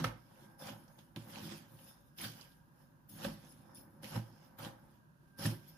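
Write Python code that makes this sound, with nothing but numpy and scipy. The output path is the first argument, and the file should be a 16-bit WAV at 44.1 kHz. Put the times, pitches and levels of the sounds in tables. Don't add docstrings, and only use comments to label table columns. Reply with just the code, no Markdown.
import sys
import numpy as np
from scipy import signal
from scipy.fft import rfft, irfft, next_fast_len
from scipy.io import wavfile
from scipy.ndimage import uniform_filter1d

SR = 44100
rng = np.random.default_rng(int(sys.argv[2]) if len(sys.argv) > 2 else 0)


def master_out(mix):
    frames = np.transpose(np.atleast_2d(mix))
    ceiling = np.clip(frames, -1, 1)
    pcm = np.round(ceiling * 32767).astype(np.int16)
    wavfile.write(sys.argv[1], SR, pcm)


def invert_db(level):
    return 10 ** (np.asarray(level, dtype=float) / 20)


N = 254456
TIME = np.arange(N) / SR

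# (bite [s], peak [s], bite level [dB], peak level [dB], release [dB per s])
DIGS = [(-.05, 0.002, -50, -48.5, 203), (.043, .047, -36.5, -43.5, 343), (.596, .692, -63.5, -51, 260),
        (.988, .995, -64, -72, 160), (1.161, 1.165, -67, -57.5, 600), (2.186, 2.242, -57.5, -44, 200),
        (3.097, 3.115, -71.5, -69, 52), (3.15, 3.252, -68, -45, 216), (3.757, 3.78, -78, -68, 308),
        (4.034, 4.11, -54, -56.5, 117), (4.12, 4.164, -57.5, -48, 344), (4.589, 4.657, -57, -50.5, 300),
        (5.39, 5.466, -58, -41, 252)]
# (peak [s], peak level [dB], swell [s], release [dB per s])
SLIDES = [(.438, -68.5, 0.26, 152), (.8, -75.5, 0.072, 44), (1.2, -64.5, 0.038, 36),
          (1.357, -55, 0.082, 100), (1.523, -50.5, 0.23, 141), (1.887, -67.5, .2, 140),
          (2.0, -86, 0.037, 36), (2.411, -61, 0.24, 112), (2.81, -79, 0.087, 152), (3.455, -66, 0.19, 71),
          (4.45, -72, 0.22, 150), (4.944, -77, 0.26, 146), (5.278, -82.5, 0.11, 63),
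          (5.688, -69.5, 0.2, 112)]
# (pitch [Hz], width [Hz], level [dB])
BOWL = [(54.7, 25, -28), (114.9, 12, -3), (159.1, 22.3, 2.5), (209.5, 18, -2), (253.6, 23, -7.5),
        (320, 27, -12)]
# (pitch [Hz], width [Hz], level [dB])
WALL = [(554, 37, 2), (806, 97, 3), (932, 50, -12.5), (1300, 54, -1), (1562, 98, 8.5), (1780, 76, 1.5),
        (2270, 240, -18), (2850, 64, -1), (3470, 46, 3.5), (4720, 340, 4), (5100, 200, 0)]


def level(x, db):
    return x * invert_db(db) / np.sqrt(np.mean(x ** 2))


def colour(x, points, share=1):
    hz, db = np.transpose(points)
    size = next_fast_len(N + 4096)
    f = np.log(np.fft.rfftfreq(size, 1 / SR) + 1)
    gain = invert_db(share * np.interp(f, np.log(hz), db))
    return irfft(rfft(x, size) * gain, size)[..., :N]


def ring(x, modes):
    return sum(invert_db(db) * signal.lfilter(*signal.iirpeak(hz, hz / width, SR), x) for hz, width, db in modes)


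def ring_on(x, drive_db, modes):
    return ring(x * invert_db(drive_db), modes) / np.std(ring(x, modes))


def walk(rate):
    k = int(SR / rate)
    held = np.repeat(rng.standard_normal(N // k + 1), k)
    return 0.96 * uniform_filter1d(uniform_filter1d(held, k), k)[:N]


def cracks(rate, spread_db, patchy_db, alike):
    hit = rng.random(N) < rate / SR
    size = invert_db(spread_db * rng.exponential(size=N) + patchy_db * walk(40))
    mid, side = rng.standard_normal((2, N))
    opposite = np.array([[1], [-1]])
    return level(hit * size * (np.sqrt(1 + alike) * mid + np.sqrt(1 - alike) * side * opposite), 0)


def pockets(x, depth_db, wide=5, long=6):
    z = signal.stft(x, nperseg=512)[2]
    field = uniform_filter1d(rng.standard_normal(z.shape[1:]), wide, axis=0)
    field = uniform_filter1d(field, long, axis=1)
    patchy = z * invert_db(depth_db * field / field.std())
    return level(signal.istft(patchy, nperseg=512)[1][:, :N], 0)


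def effort(above_db, rise, fall, hand_db=-60, lead_s=0):
    # (time [s], effort [dB])
    hand = [(0, -56), (.24, -75), (.44, -65), (.56, -68.5), (.8, -68.5), (1.0, -71), (1.15, -74),
            (1.75, -71), (1.9, -72.5), (2.15, -86), (2.75, -74.5), (3.05, -76.5), (3.7, -64.5),
            (4.0, -65.5), (4.5, -68.5), (4.85, -68), (5.08, -89), (5.77, -72.5)]
    t = TIME[::32]
    peak, db, swell, release = np.transpose(SLIDES)
    slides = np.transpose([peak - swell, peak, db - 11.5, db, release])
    rows = np.concatenate([DIGS, slides])
    bite, peak, bite_db, db, release = rows.T[:, :, None]
    rise = np.where(np.arange(len(rows)) < len(DIGS), rise, fall)[:, None]
    swell_db = (bite_db - db) * np.clip((peak - t) / np.maximum(peak - bite, .001), 0, 1)
    shape_db = rise * swell_db - fall * release * np.maximum(t - peak, 0)
    tap = peak - bite < .01
    start_db_per_s = np.where(tap, 4000, 1400)
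    shape_db = shape_db - start_db_per_s * np.maximum(bite - lead_s * ~tap - t, 0)
    each_db = np.maximum(db + above_db[:, None] + shape_db, -160)
    power = np.sum(invert_db(each_db) ** 2, axis=0)
    power = power + invert_db(np.interp(t, *np.transpose(hand)) + hand_db) ** 2
    return np.interp(TIME, t, 10 * np.log10(power))


def contact():
    # (fine hiss [dB], wall rub [dB], bowl boom [dB],
    # spoon song [dB], low spoon modes above the song [dB])
    dig_shakes = [(-4.5, 6.5, 12, -22, 12), (-9, 3, 8, -24, -2), (-4.5, 3.5, 5.5, -11, 7),
                  (-11, 2, 9, -10, 17), (-7, 3.5, 15, 2.5, -7), (-7, -9, 2.5, -8, 6), (5, 1, 16.5, 10, 4),
                  (-5.5, -2.5, 7.5, -20, 9.5), (4, 7, 6, 15.5, -1.5), (0, -1.5, 4.5, -6.5, 6),
                  (-5.5, 1.5, 9.5, -26, 11), (-6, 4.5, 4.5, -11.5, 6.5), (-3.5, -3, 9, -16, 13.5)]
    # (steel edge [dB], wall rub [dB], bowl boom [dB])
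    drag = [(0, 0.5, 7.5), (6.5, 5, 12), (1, 4.5, 13.5), (-10, -3.5, 2), (-5.5, -7, 5), (7, 2.5, -4),
            (8, 0, 0), (0, -6.5, -11), (5.5, 5, -6), (-1, -6, 9), (-1.5, 0.5, 0), (-3, 3, 6), (1, -2, 19.5),
            (4.5, -13, 0)]
    steel, rub_db, boom_db = np.transpose(drag)
    sliding = [steel, rub_db, boom_db, steel - 5.5, np.full(len(drag), 8)]
    return np.concatenate([np.transpose(dig_shakes), sliding], axis=1)


def crunch():
    # (pitch [Hz], level [dB per Hz])
    crunch_colour = [(940, -5.5), (1600, -1.5), (2240, -4.5), (3120, -1), (3700, -6), (4760, -4.5),
                     (6130, -9), (6770, -10.5), (8600, -4.5), (11200, -43), (18900, -120)]
    coarse = pockets(cracks(9000, spread_db=1.5, patchy_db=0.8, alike=0), depth_db=3.0)
    even = np.zeros(len(DIGS + SLIDES))
    return level(colour(coarse, crunch_colour), 0) * invert_db(effort(even, rise=0.93, fall=0.98, hand_db=-28))


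def hiss(fine, hiss_db, lead_s):
    # (pitch [Hz], level [dB per Hz])
    hiss_colour = [(5060, -33), (8600, -13), (9280, -3.5), (9660, -1.5), (10100, -4.5), (11100, -4),
                   (13900, -3), (14600, -10), (15500, -28)]
    bright = level(colour(pockets(fine, depth_db=3.5, wide=13), hiss_colour), -3.95)
    return bright * invert_db(effort(hiss_db, rise=0.76, fall=0.82, hand_db=-12.5, lead_s=lead_s))


def song(fine, song_db, low_db, lead_s):
    # (pitch [Hz], width [Hz], level [dB])
    spoon = [(3620, 180, -18), (5246, 260, -12), (6520, 46, -12), (9800, 34, -8), (10080, 40, 2.5),
             (11390, 59, -19), (13000, 110, -10.5), (14300, 150, -10)]
    song_at = effort(song_db, rise=0.041, fall=1.0, hand_db=-21.5, lead_s=lead_s) + 17
    low_at = effort(song_db + low_db, rise=0.14, fall=0.95, hand_db=-11) + 17
    drive_db = [low_at] * 3 + [song_at] * 2 + [song_at + 2.5] * 3
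    return sum(ring(fine * invert_db(db + 6.1 * walk(9)), [mode]) for db, mode in zip(drive_db, spoon))


def rub(rub_db):
    # (pitch [Hz], level [dB per Hz])
    rub_colour = [(190, -42), (330, -3.5), (427, -15.5), (517, 5), (702, -4), (939, 1.5), (1080, -2),
                  (2400, -18), (3120, -55), (5280, -120)]
    push = cracks(5000, spread_db=1.5, patchy_db=3.0, alike=0.27)
    direct = level(colour(push, rub_colour), -4.0)
    ringing = level(colour(ring(push, WALL), rub_colour, share=0.96), -9.5)
    return invert_db(effort(rub_db, rise=0.79, fall=0.73, hand_db=-0.5)) * (direct + ringing)


def boom(boom_db):
    shove = cracks(5000, spread_db=2.5, patchy_db=3.0, alike=0.95)
    boom_at = effort(boom_db, rise=1.32, fall=0.6, hand_db=8)
    return colour(ring_on(shove, boom_at - 1.5, BOWL), [(340, -2.5), (450, -17.0), (900, -21)])


def stirring():
    hiss_db, rub_db, boom_db, song_db, low_db = contact()
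    fine = cracks(14000, spread_db=1.46, patchy_db=1.8, alike=0)
    lead_s = 0.0043
    crumbs = crunch() + hiss(fine, hiss_db, lead_s)
    return crumbs + song(fine, song_db, low_db, lead_s) + rub(rub_db) + boom(boom_db)


def house():
    # (pitch [Hz], level [dB per Hz])
    rumble_colour = [(15, -58.5), (25, -36), (43, -9), (80, -16.5), (151, -4.5), (430, -30), (473, -34),
                     (573, -24), (643, -31), (1350, -32), (1610, -25), (2400, -70), (3120, -80.5),
                     (5280, -120)]
    # (pitch [Hz], width [Hz], level [dB])
    room_modes = [(58.7, 6.4, -13), (145, 100, -2), (247, 11, -2), (332, 14, -14), (498, 8.3, -16),
                  (566, 25, -12), (950, 40, -5)]
    mid, side = rng.standard_normal((2, N))
    side = colour(side, [(60, -13.0), (250, -4.5), (800, -1.5), (16000, 20)])
    air = np.array([mid + side, mid - side])
    hum = level(sum(ring(air, [mode]) * invert_db(2.7 * walk(5.7)) for mode in room_modes), -1.5)
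    hum = colour(hum, [(1700, -1), (2200, -31.0)])
    rumble = level(colour(air, rumble_colour), 3.7) * invert_db(0.41 * walk(3.7))
    return level(rumble + hum, -65)


def whine():
    # (time [s], level [dB])
    band_level = [(0, -80), (.7, -74), (1.1, -96), (2.3, -75), (3.6, -101), (4.7, -84), (5.35, -76.5),
                  (5.77, -78)]
    even = np.zeros(len(DIGS + SLIDES))
    shake = uniform_filter1d(invert_db(effort(even, rise=0.34, fall=0.43)), size=6000)
    loudness = invert_db(np.interp(TIME, *np.transpose(band_level))) + invert_db(-24) * shake
    turn = 2 * np.pi * np.cumsum(1597 + 8 * walk(2.5)) / SR
    tone = [walk(15) * np.sin(turn) + walk(21.92) * np.cos(turn) for _ in "LR"]
    return loudness * np.array(tone)


def fade(t, hz, width):
    return np.exp(-np.pi * width * t) * np.sin(2 * np.pi * hz * t)


def knocks():
    # (time [s], blow [dB], table thud above blow [dB],
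    # bowl thud above blow [dB], best excited wall pitch [Hz])
    blows = [(0.043, -15.5, -19, -24, 1350), (0.621, -37.5, -24, 0, 550), (0.687, -36.5, -17, -1.5, 516),
             (1.162, -37.5, -7.5, -0.5, 580), (2.244, -40, -3.5, 1.5, 1570), (3.248, -20.5, -31, -4.5, 535),
             (4.032, -41.5, -16, 3, 540), (4.157, -31.5, -0.5, -17, 1030), (4.589, -43, -4.5, -1, 796),
             (4.647, -37.5, -8, -17, 900), (5.392, -41, -4, 7.5, 560), (5.455, -24.5, -4.5, 2.5, 1780)]
    out, t = np.zeros((2, N + SR)), np.arange(SR // 3) / SR
    hz, width, db = np.transpose(WALL)[:, :, None]
    chance = rng.standard_normal((len(blows), 4, len(WALL), 1))
    for (s, blow_db, table_db, bowl_db, best_hz), (gain, detune, left, right) in zip(blows, chance):
        hard_db = -21.5 - 0.4657 * blow_db
        mode_db = db + hard_db * (hz > 2000) - 12.0
        share_db = 1.4 * gain + np.maximum(-30 * abs(np.log2(hz / best_hz)), mode_db)
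        turn = np.array([left, right]) * np.clip(hz / 2500, 0, 2)
        tone = np.sin(2 * np.pi * hz * (1 + 0.005 * detune) * t + turn)
        wall = invert_db(share_db) * np.exp(-1.3 * np.pi * width * t) * tone
        wall = 1.28 * (wall * (1 - np.exp(-t * hz / 1.93))).sum(axis=1)
        bowl = sum(invert_db(0.6 * b) * fade(t, f, w * 0.73) for f, w, b in BOWL[2:5])
        bowl = 0.5 * invert_db(bowl_db) * bowl * (1 - np.exp(-t / 0.0051))
        table = 1.12 * invert_db(table_db) * fade(t, BOWL[1][0], 6.9) * (1 - np.exp(-t / 0.0045))
        legs = invert_db(-23.0) * fade(t, BOWL[0][0], 8.3) * (1 - np.exp(-t / .02))
        i = int(s * SR)
        out[:, i:i + len(t)] += invert_db(blow_db) * (0.57 * wall + bowl + table + legs)
    return out[:, :N]


def ticks():
    # (time [s], peak level [dB], pitch [Hz], decay [s])
    wall_ticks = [(0.0439, -32, 2190, 0.0041), (0.6715, -49, 4720, 0.003), (0.88, -63, 5360, 0.0027),
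                  (0.9895, -54.5, 3170, 0.0017), (1.1618, -42.5, 3050, 0.0015),
                  (1.358, -47.5, 2270, 0.0051), (1.7892, -58.5, 3000, 0.003), (2.186, -45.5, 3070, 0.0049),
                  (2.2385, -55, 3220, 0.0035), (2.411, -50.5, 4840, 0.0046), (3.2445, -41.5, 3660, 0.0044),
                  (3.4487, -61, 6250, 0.0033), (4.0432, -40, 2320, 0.0015), (4.3271, -70, 5100, 0.0025),
                  (4.648, -47, 3440, 0.0036), (5.3924, -49, 4570, 0.0041), (5.4582, -42, 3520, 0.0036)]
    # (time [s], peak level [dB], pitch [Hz], decay [s])
    steel_glints = [(1.1644, -62, 9800, 0.004), (1.8415, -54, 10100, 0.004), (2.1874, -51, 10000, 0.0037),
                    (2.2137, -38.5, 10210, 0.0045), (3.0935, -49.5, 10400, 0.005),
                    (3.747, -48, 9800, 0.0032), (3.7718, -55, 10300, 0.0037), (4.031, -49, 9800, 0.0046),
                    (4.5874, -47, 13600, 0.0045), (5.4603, -31, 9940, 0.0028), (5.679, -53, 13000, 0.02)]
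    events = wall_ticks + steel_glints
    out, t = np.zeros((2, N + SR)), np.arange(SR // 8) / SR
    grit = rng.standard_normal((len(events), 2, len(t)))
    for (s, db, hz, decay), noise in zip(events, grit):
        i = int(s * SR)
        burst = noise * (np.exp(-t / decay) + 0.29 * np.exp(-t / 0.025))
        width, gain_db = (140, 12) if hz > 8000 else (700, 9)
        out[:, i:i + len(t)] += invert_db(db) * ring(burst, [(hz, width, gain_db), (hz, 4000, -10)])
    return out[:, :N]


def kitchen(x, tail_db=-13, t60_s=0.33):
    t = np.arange(SR // 2) / SR
    envelope = invert_db(-60 * t / t60_s) * (1 - np.exp(-t / 0.0084))
    tail = rng.standard_normal((2, len(t))) * envelope / np.sqrt(t60_s * SR / 14)
    wet = signal.fftconvolve(x, tail, axes=1)[:, :N]
    return x + invert_db(tail_db) * colour(wet, [(80, -15), (500, 6), (3000, 2.5), (12000, 0)])


def scene():
    # (pitch [Hz], level [dB])
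    table_top = [(30, -24), (55, -1), (82, -6.5), (102, -0.5)]
    on_table = colour(stirring() + knocks(), table_top)
    return kitchen(on_table + ticks()) + house() + whine()


def low_pass(x):
    return signal.sosfilt(signal.butter(12, 15660, fs=SR, output="sos"), x)


def record(dry):
    # (pitch [Hz], level [dB per Hz])
    self_noise = [(1120, -24), (1900, -8), (2260, -15), (2410, -9), (2900, -7.5), (3130, -11),
                  (5900, -13.5), (9570, -11.5), (12100, -14), (15500, -9.5)]
    # (pitch [Hz], left minus right [dB])
    port_tilt = [(60, -2), (380, -1.3), (1290, -1.5), (2380, -7), (4400, -9.5), (8120, 3.5), (15000, 3)]
    # (pitch [Hz], level [dB])
    notch = [(6900, 0), (7300, -8), (7900, -5), (8300, -11), (8600, -26), (8850, -22), (9150, 0),
             (14500, 0), (15100, -11), (15600, -35)]
    dry = dry + level(colour(rng.standard_normal((2, N)), self_noise), -79)
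    left = colour(dry[0], port_tilt, share=0.69)
    right = colour(dry[1], port_tilt, share=-0.32)
    mix = colour(np.array([left, right]), notch)
    return low_pass(mix)


dry = scene()
out = record(dry)
master_out(out)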